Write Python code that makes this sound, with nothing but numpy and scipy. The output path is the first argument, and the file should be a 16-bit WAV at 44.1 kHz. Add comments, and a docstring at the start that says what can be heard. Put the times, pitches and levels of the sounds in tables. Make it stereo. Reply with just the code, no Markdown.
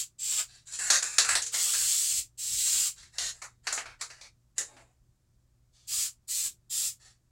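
"""Hissing bursts and longer passes of an aerosol paint can on a vinyl car seat in a cluttered garage.
Between them the can is handled: clicks, scrapes, soft rustles and a few dull scuffs of shoes.
Spray is shaped noise with a drifting seat echo; handling drives damped resonances; near walls answer.
A drifting, swelling rumble, mains hum and steady microphone hiss lie underneath."""
import sys
import numpy as np
from scipy import signal
from scipy.fft import rfft, irfft, next_fast_len
from scipy.io import wavfile
from scipy.ndimage import map_coordinates

SR = 44100
rng = np.random.default_rng(int(sys.argv[2]) if len(sys.argv) > 2 else 0)


def waveform_to_disk(signal):
    """Save audio, clipped to [-1, 1], as 16-bit WAV at the path in sys.argv[1]."""
    frames = np.transpose(np.atleast_2d(signal))
    scaled = np.clip(frames, -1, 1) * 32767
    samples = np.round(scaled).astype(np.int16)
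    wavfile.write(sys.argv[1], SR, samples)


N = 322365

# Valve presses. Each row: start in seconds, length in seconds, first and last hiss level in relative dB,
# first and last seat rush level in relative dB, treble gain from 11 kHz up in dB.
PRESSES = [(-0.06, 0.07, -23.5, -30.5, -61, -52.5, -2), (0.18, .222, -36.5, -27.5, -64, -42, -4.5),
           (1.513, 0.68, -27.5, -28, -42.5, -57, -1.5), (2.371, 0.5, -34, -24.5, -69, -44.5, -1.5),
           (5.867, 0.19, -32, -29.5, -57.5, -51, 0), (6.271, 0.19, -33.5, -29.5, -59, -53.5, 1.5),
           (6.692, 0.19, -33, -30.5, -64.5, -52.5, 1.5)]
# Nozzle hiss spectrum. Each row: frequency in Hz, relative density in dB per Hz.
NOZZLE_SPECTRUM = [(700, -41), (1200, -37.5), (1800, -23), (2500, -15), (3500, -12.5), (4900, -7),
                   (5900, -6), (6700, -3), (7500, 2), (8300, -3.5), (9300, -8), (11500, -13.5),
                   (15800, -18)]
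# Spectrum of the rush over the seat. Each row: frequency in Hz, relative density in dB per Hz.
SEAT_SPECTRUM = [(150, -31), (450, -16.5), (850, -12.5), (1250, -4), (1900, -7), (3200, -0.5), (7000, -31)]
VALVE_OPEN_S, VALVE_CLOSE_S = 0.011, 0.016
MID_PASS_DB = 3  # added to the hiss in the middle of a pass
FIRST_FLOW_DB, FINGER_S = -6.5, 0.022  # weak first flow; time constant of the finger sinking

# Knocks on the can. Each row: time in seconds, snap strength in relative dB, thud, shell and tick levels
# in dB against the snap, nominal shell resonance in Hz, slide length in seconds, slide level in relative dB.
KNOCKS = [(0.788, -36.5, -29, 1.5, 12, 1680, 0.15, -2), (0.9015, -16, -14, -6.5, 2, 1710, 0.079, -8.5),
          (1.0247, -30.5, -16, 0.5, 10.5, 1630, .14, -11.5),
          (1.1831, -12.5, -23, -8, -0.5, 1710, 0.057, -17.5), (1.2473, -28.5, -19, 0, 3, 1510, 0.03, -7.5),
          (1.289, -23, -28, 3, 6, 1620, 0.038, -7), (1.3526, -18, -11, -9, 1.5, 1700, .022, -13),
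          (1.4197, -40.5, -20, -10, 19.5, 2000, .012, -23), (1.463, -47.5, -18, -5, 22.5, 1690, .01, -28),
          (1.5406, -28.5, -6.5, -8, 5.5, 1950, 0.073, -10), (1.735, -26, -47, -6, -6, 1700, 0.11, -10.5),
          (3.0285, -50.5, -22, -6.5, -14, 2000, 0.037, -10),
          (3.1821, -26, -16.5, -11.5, 0.5, 1840, 0.11, -4.5), (3.4175, -41, -14, 4, 5, 1244, 0.026, -7.5),
          (3.6685, -26, -6.5, -2.5, -13, 1690, 0.046, -12), (3.725, -34, 0, -4, 13, 1380, 0.064, -12),
          (3.7768, -38.5, 8.5, 4.5, -19, 1570, 0.016, -9.5),
          (3.856, -48.5, 7, 7.5, -23, 1310, 0.071, -12.5), (4.0104, -29, -26, -4, -1, 1410, .035, -24),
          (4.1004, -41, -7.5, -4, -16, 1610, 0.15, -13), (4.2108, -41, -9, -12, -25, 2400, .05, -6),
          (4.581, -37.5, -9.5, 1.5, 19.5, 1840, 0.026, -17), (4.766, -58.5, 8.5, 2, -4.5, 1700, 0.024, -11)]
# Glove rubs. Each row: start in seconds, length in seconds, snap strength in relative dB,
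# thud, shell and tick levels in dB against the snap.
RUSTLES = [(0.463, 0.11, -54, -21, -9.5, -3), (0.649, .06, -56, -21.5, 0.5, 15.5),
           (0.699, 0.061, -47.5, -30, -6, 14.5), (2.944, 0.087, -50, -27, -8.5, -4),
           (3.115, 0.053, -53, -12, -3.5, 3), (3.319, 0.061, -64, 0, -2, 13),
           (3.624, 0.044, -57, 1, 0.5, 6.5), (3.981, 0.025, -52, 2, 0, 0), (4.551, 0.036, -53.5, 0, 1, 9),
           (5.714, 0.2, -61, -19, -18, -9), (6.986, 0.093, -54.5, -12.5, -8, -1.5)]
# Shoe scuffs. Each row: start in seconds, length in seconds, strength in relative dB.
SCUFFS = [(4.573, .045, -49), (4.662, 0.15, -55.5), (4.83, 0.085, -69)]
# Nominal resonances heard in the handling, three from the can and the tick brightened by the microphone:
# thud, shell, snap and tick in Hz.
HANDLING_HZ = [820, 1700, 4400, 7200]
# Widths of the four resonances in Hz.
WIDTHS_HZ = [450, 382, 1120, 1150]
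# Weaker partner of each resonance. Each row: frequency ratio, level in dB against the main one.
OVERTONES = [(1.6, -5), (1.6, -10), (1.3, -3), (1.3, -18.5)]
# Ring of the thin steel wall. Each row: frequency in Hz, relative level in dB, decay by 60 dB in seconds.
STEEL_MODES = [(323.8, -4.5, .5), (469, 4, 0.48), (1830, -1.5, 0.4), (1960, -6, 0.3), (3760, -3, 0.55),
               (6906, -4.5, 0.446), (7410, 0.5, .45), (8037, 0, .45)]
# Softness of the contacts. Each row: frequency in Hz, gain in dB.
CONTACT_GAIN = [(60, -12.5), (190, -9), (320, -6), (1500, -2.5), (2200, 3), (3200, 0), (5000, -1),
                (7400, -3.5), (8600, -6), (10000, -7.5), (11500, -15), (13000, -22), (16000, -22.5)]
# Drive of the four resonances by a slide, in dB against a knock.
SLIDE_BALANCE_DB = [-2.5, 1.5, -2.5, 1.5]
# Scuff resonances in Hz.
SCUFF_HZ = [400, 1750, 3800, 7300]
# Their relative levels in dB.
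SCUFF_BALANCE_DB = [0, -35, -18, -4.5]
GRIP_SHIFT = 0.042  # spread of the log frequency of each resonance from grip to grip
SLIDE_DELAY_S, SLIDE_RISE_S, SLIDE_FADE_DB_PER_S = 0.005, 0.0088, 38.5
RUSTLE_RISE_S, SCUFF_RISE_S = 0.02, 0.018

# Rumble spectrum. Each row: frequency in Hz, relative density in dB per Hz.
RUMBLE_SPECTRUM = [(12, -28.5), (24, 1.5), (45, 2.5), (77, -0.5), (142, -6.5), (177, -10.5), (248, -19.5),
                   (369, -16), (426, -27), (624, -32.5), (900, -48), (1980, -120)]
# Brief rumble swells. Each row: time in seconds, peak level in dB.
SWELLS = [(0.92, -58.5), (1.33, -55.5), (1.83, -60), (2.18, -56), (2.56, -54.5), (2.76, -59), (3.05, -65),
          (3.26, -61.5), (3.6, -66.5), (3.9, -64.5), (5.06, -68.5), (5.98, -59.5), (6.5, -62), (6.86, -66)]
# Left-right likeness of the rumble. Each row: frequency in Hz, correlation from 0 to 1.
LIKENESS = [(60, 1), (130, 0.93), (290, 1), (700, .1), (2000, 0.05)]
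# Mains hum. Each row: frequency in Hz, mid level in dB.
HUM = [(59, -77), (120, -71.5), (239, -90)]
# Microphone hiss spectrum. Each row: frequency in Hz, relative density in dB per Hz.
MIC_SPECTRUM = [(290, -37.5), (500, -12), (586, -10), (631, -11), (868, -14.5), (1110, -13), (2770, -20.5),
                (7530, -15), (9770, -21.5), (16000, -26.5)]
SWELL_S = 0.076  # half-width at 1/e
RUMBLE_DB, RUMBLE_WANDER_DB = -69.5, 0.94  # level between swells; slow drift
TOP_HZ = 15950


def amp(db):
    """Decibels to gain."""
    return 10 ** (np.asarray(db) / 20)


def unit(x):
    """x at rms 1."""
    return x / np.sqrt(np.mean(x ** 2) + 1e-20)


def along(points, hz):
    """(Hz, value) points read on a log frequency axis."""
    f, v = np.transpose(points)
    return np.interp(np.log(hz + 1), np.log(f + 1), v)


def wobble(rate_hz, size):
    """Smooth random curve with rate_hz knots a second."""
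    knots = rng.standard_normal(int(size * rate_hz / SR) + 4)
    return map_coordinates(knots, [np.arange(size) * rate_hz / SR])


def filtered(x, response):
    """x through a complex response of frequency."""
    size = x.shape[-1]
    m = next_fast_len(size + 8192)
    return irfft(rfft(x, m) * response(np.fft.rfftfreq(m, 1 / SR)), m)[..., :size]


def coloured(x, spectrum):
    """x shaped by a spectrum, at rms 1."""
    return unit(filtered(x, lambda hz: amp(along(spectrum, hz))))


def grainy(size, rate_hz, depth_db):
    """Noise in small random clumps, at rms 1."""
    return unit(rng.standard_normal(size) * amp(depth_db * wobble(rate_hz, size)))


def gate(t, length_s, rise_s, fall_s):
    """Envelope that swells from t = 0 and dies away after length_s."""
    return (1 - np.exp(-(t / rise_s) ** 2)) * np.exp(-np.maximum(t - length_s, 0) / fall_s)


def add(out, start_s, x):
    """Mix x into out from start_s on, cropped to the scene."""
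    start = round(start_s * SR)
    part = x[:, max(-start, 0):N - start]
    out[:, max(start, 0):][:, :part.shape[1]] += part


def garage(t60_s, direct_db, near_db=-3, near_t60_s=0.039, lag_s=0.00025):
    """Stereo response of energy 1: direct path, sparse close reflections, diffuse wall reverberation."""
    t = np.arange(SR // 3) / SR
    decay = amp(-60 * t / max(t60_s, 0.02))
    walls = rng.standard_normal((2, len(t))) * decay * (1 - np.exp(-t / 0.0046))
    # cubing makes the noise spiky
    near = rng.standard_normal((2, len(t))) ** 3 * amp(-60 * t / near_t60_s)
    h = (unit(walls) + amp(near_db) * unit(near)) / np.sqrt(len(t))
    h[0, round(lag_s * SR)] += amp(direct_db)  # the left microphone is reached later
    h[1, 0] += amp(direct_db)
    return h / np.linalg.norm(h, axis=1, keepdims=True)


def spray():
    """A wide plume: two halves hiss independently and meet the walls along different paths."""
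    out = np.zeros((2, N))
    for press in PRESSES:
        for _ in range(2):
            half = jet(press) / np.sqrt(2)
            add(out, press[0], signal.fftconvolve([half], garage(t60_s=0.12, direct_db=-3.5), axes=1))
    return out


def jet(press, hiss_db=1.0, rush_db=1, sputter_db=4.0, flutter_db=1.23,
        bounce_db=-13, bounce_s=0.000598, sway=0.25):
    """Gas and droplets hiss from the nozzle and rush unevenly over the seat while the valve is open."""
    _, length_s, first_hiss_db, last_hiss_db, first_rush_db, last_rush_db, treble_db = press
    t = np.arange(int((length_s + 0.15) * SR)) / SR
    way = np.minimum(t / length_s, 1)  # share of the pass done
    nozzle_db = first_hiss_db + (last_hiss_db - first_hiss_db) * way
    nozzle_db = nozzle_db + MID_PASS_DB * np.sin(np.pi * way)
    seat_db = first_rush_db + (last_rush_db - first_rush_db) * way
    seat_db = seat_db + sputter_db * wobble(41.06, len(t))

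    noise = grainy(len(t), rate_hz=1900, depth_db=0.5)
    hiss = amp(nozzle_db + hiss_db) * coloured(noise, NOZZLE_SPECTRUM)
    hiss = filtered(hiss, lambda hz: amp(along([(8000, 0.0013), (11000, treble_db)], hz)))
    # hand movement varies the delay of the seat echo, so notches drift through the hiss
    delay_s = bounce_s * np.exp(sway * wobble(4.1, len(t)))
    echo = amp(bounce_db) * np.interp(t - delay_s, t, hiss)
    rush = amp(seat_db + rush_db) * coloured(rng.standard_normal(len(t)), SEAT_SPECTRUM)

    flow_db = FIRST_FLOW_DB * np.exp(-t / FINGER_S) + flutter_db * wobble(45, len(t))
    valve = gate(t, length_s, VALVE_OPEN_S, VALVE_CLOSE_S)
    return (hiss + echo + rush) * valve * amp(flow_db)


def knocks(blow_db=-19.0, slide_db=1, ring_db=-35, contact_s=0.0003, longest_s=0.0014):
    """A blow on the can excites the resonances; the grip then slides on and drives them too."""
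    out, t = np.zeros((2, N)), np.arange(SR // 3) / SR
    hardest_db = max(row[1] for row in KNOCKS)
    thud_hz, _, snap_hz, tick_hz = HANDLING_HZ
    for s, db, thud_db, shell_db, tick_db, shell_hz, length_s, drag_db in KNOCKS:
        levels_db = balance(db, thud_db, shell_db, tick_db)
        grip = np.exp(GRIP_SHIFT * rng.standard_normal(len(HANDLING_HZ)))
        centres_hz = grip * [thud_hz, shell_hz, snap_hz, tick_hz]

        # gentler blows take longer to land
        attack_s = min(contact_s * amp(hardest_db - levels_db.max()), longest_s)
        blow = garage(t60_s=0.2, direct_db=-12.5, near_db=-1.0, near_t60_s=0.051)
        blow = blow * (1 - np.exp(-t / attack_s))
        blow = blow / np.linalg.norm(blow, axis=1, keepdims=True) * np.sqrt(SR)
        struck = resonate(blow, levels_db + blow_db, centres_hz)
        add(out, s, struck + amp(levels_db.max() + ring_db) * steel_ring(t))

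        slide = friction(length_s, SLIDE_RISE_S, SLIDE_FADE_DB_PER_S)
        slide_levels_db = levels_db + SLIDE_BALANCE_DB + drag_db + slide_db
        add(out, s + SLIDE_DELAY_S, resonate(slide, slide_levels_db, centres_hz))
    return out


def balance(db, thud_db, shell_db, tick_db):
    """Resonance levels: the snap carries the strength, the others are set against it."""
    return db + np.array([thud_db, shell_db, 0, tick_db])


def resonate(x, levels_db, centres_hz):
    """x drives four damped resonances, each with a weaker partner above it."""
    def mode(f, centre_hz, width_hz):
        damping = 1j * f * width_hz
        return damping / (centre_hz * centre_hz - f * f + damping)

    def response(f):
        total = 0
        for centre_hz, width_hz, (ratio, partner_db), db in zip(centres_hz, WIDTHS_HZ, OVERTONES, levels_db):
            pair = mode(f, centre_hz, width_hz) + amp(partner_db) * mode(f, centre_hz * ratio, width_hz)
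            total = total + amp(db) * pair / np.sqrt(np.mean(abs(pair) ** 2))
        return total
    return filtered(x, response)


def steel_ring(t):
    """The thin wall rings on as decaying sines; moving paint blurs their phase."""
    slosh_rad = wobble(60, len(t))
    ring = np.zeros((2, len(t)))
    for hz, db, t60_s in STEEL_MODES:
        turns = hz * t + rng.random((2, 1))
        ring += amp(db - 60 * t / t60_s) * np.sin(2 * np.pi * turns + slosh_rad)
    return ring


def friction(length_s, rise_s, fade_db_per_s=0, catch_db=2.0):
    """Clumpy noise models a sliding contact that catches and slips in tiny steps, with garage reflections."""
    t = np.arange(int((length_s + 0.1) * SR)) / SR
    grains = grainy(len(t), rate_hz=770, depth_db=1.0)
    slips = unit(grains * amp(catch_db * wobble(135.5, len(t))))
    stroke = gate(t, length_s, rise_s, fall_s=1.6 * rise_s) * amp(-fade_db_per_s * t)
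    return signal.fftconvolve([slips * stroke], garage(t60_s=0.1, direct_db=-4.5), axes=1)


def rustles(level_db=1):
    """The glove brushes along the can: soft friction drives the handling resonances."""
    out = np.zeros((2, N))
    for s, length_s, *colour_db in RUSTLES:
        rub = friction(length_s, RUSTLE_RISE_S)
        add(out, s, resonate(rub, balance(*colour_db) + level_db, HANDLING_HZ))
    return out


def scuffs(level_db=1):
    """Soles drag over the floor: the same friction with a low, dull colour."""
    out = np.zeros((2, N))
    for s, length_s, db in SCUFFS:
        drag = friction(length_s, SCUFF_RISE_S)
        add(out, s, resonate(drag, np.add(SCUFF_BALANCE_DB, db + level_db), SCUFF_HZ))
    return out


def rumble():
    """Low noise that drifts and swells, more alike in both channels at low frequencies."""
    def mid_side(hz):
        angle = np.arccos(np.clip(along(LIKENESS, hz), -1, 1)) / 2
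        return np.array([np.cos(angle), np.sin(angle)])

    t = np.arange(N) / SR
    mid, side = filtered(rng.standard_normal((2, N)), mid_side)
    swells = sum(amp(db) * np.exp(-((t - s) / SWELL_S) ** 2) for s, db in SWELLS)
    strength = np.hypot(amp(RUMBLE_DB + RUMBLE_WANDER_DB * wobble(2.8, N)), swells)
    return strength * coloured(np.array([mid + side, mid - side]), RUMBLE_SPECTRUM)


def mains_hum():
    """Mains tones that share a slightly unsteady level and phase."""
    t = np.arange(N) / SR
    waver, drift_rad = amp(1.6 * wobble(12, N)), 0.5 * wobble(6, N)
    return waver * sum(amp(db) * unit(np.sin(2 * np.pi * hz * t + drift_rad)) for hz, db in HUM)


def microphone_hiss(level_db=-78.0):
    """Steady shaped noise, independent in each channel."""
    return amp(level_db) * coloured(rng.standard_normal((2, N)), MIC_SPECTRUM)


def scene(spray_right_db=2, handling_right_db=0.78):
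    """Spray and handling lean to the right; each lean in dB raises the right and lowers the left."""
    def shade(hz):
        return amp(np.outer([-1, 1], along([(3000, 0.4), (6500, spray_right_db)], hz)))

    sprayed = filtered(spray(), shade)
    handling = knocks() + rustles() + scuffs()
    handling = filtered(handling, lambda hz: amp(along(CONTACT_GAIN, hz)))
    handling = handling * amp([[-handling_right_db], [handling_right_db]])
    return sprayed + handling + rumble() + mains_hum() + microphone_hiss()


def record(dry):
    """Soft-limits the highest peaks, then cuts steeply above TOP_HZ."""
    rounded = dry / (1 + (dry / 0.88) ** 6) ** (1 / 6)
    return filtered(rounded, lambda hz: 1 / np.sqrt(1 + np.minimum(hz / TOP_HZ, 1.2) ** 500))


dry = scene()
out = record(dry)
waveform_to_disk(out)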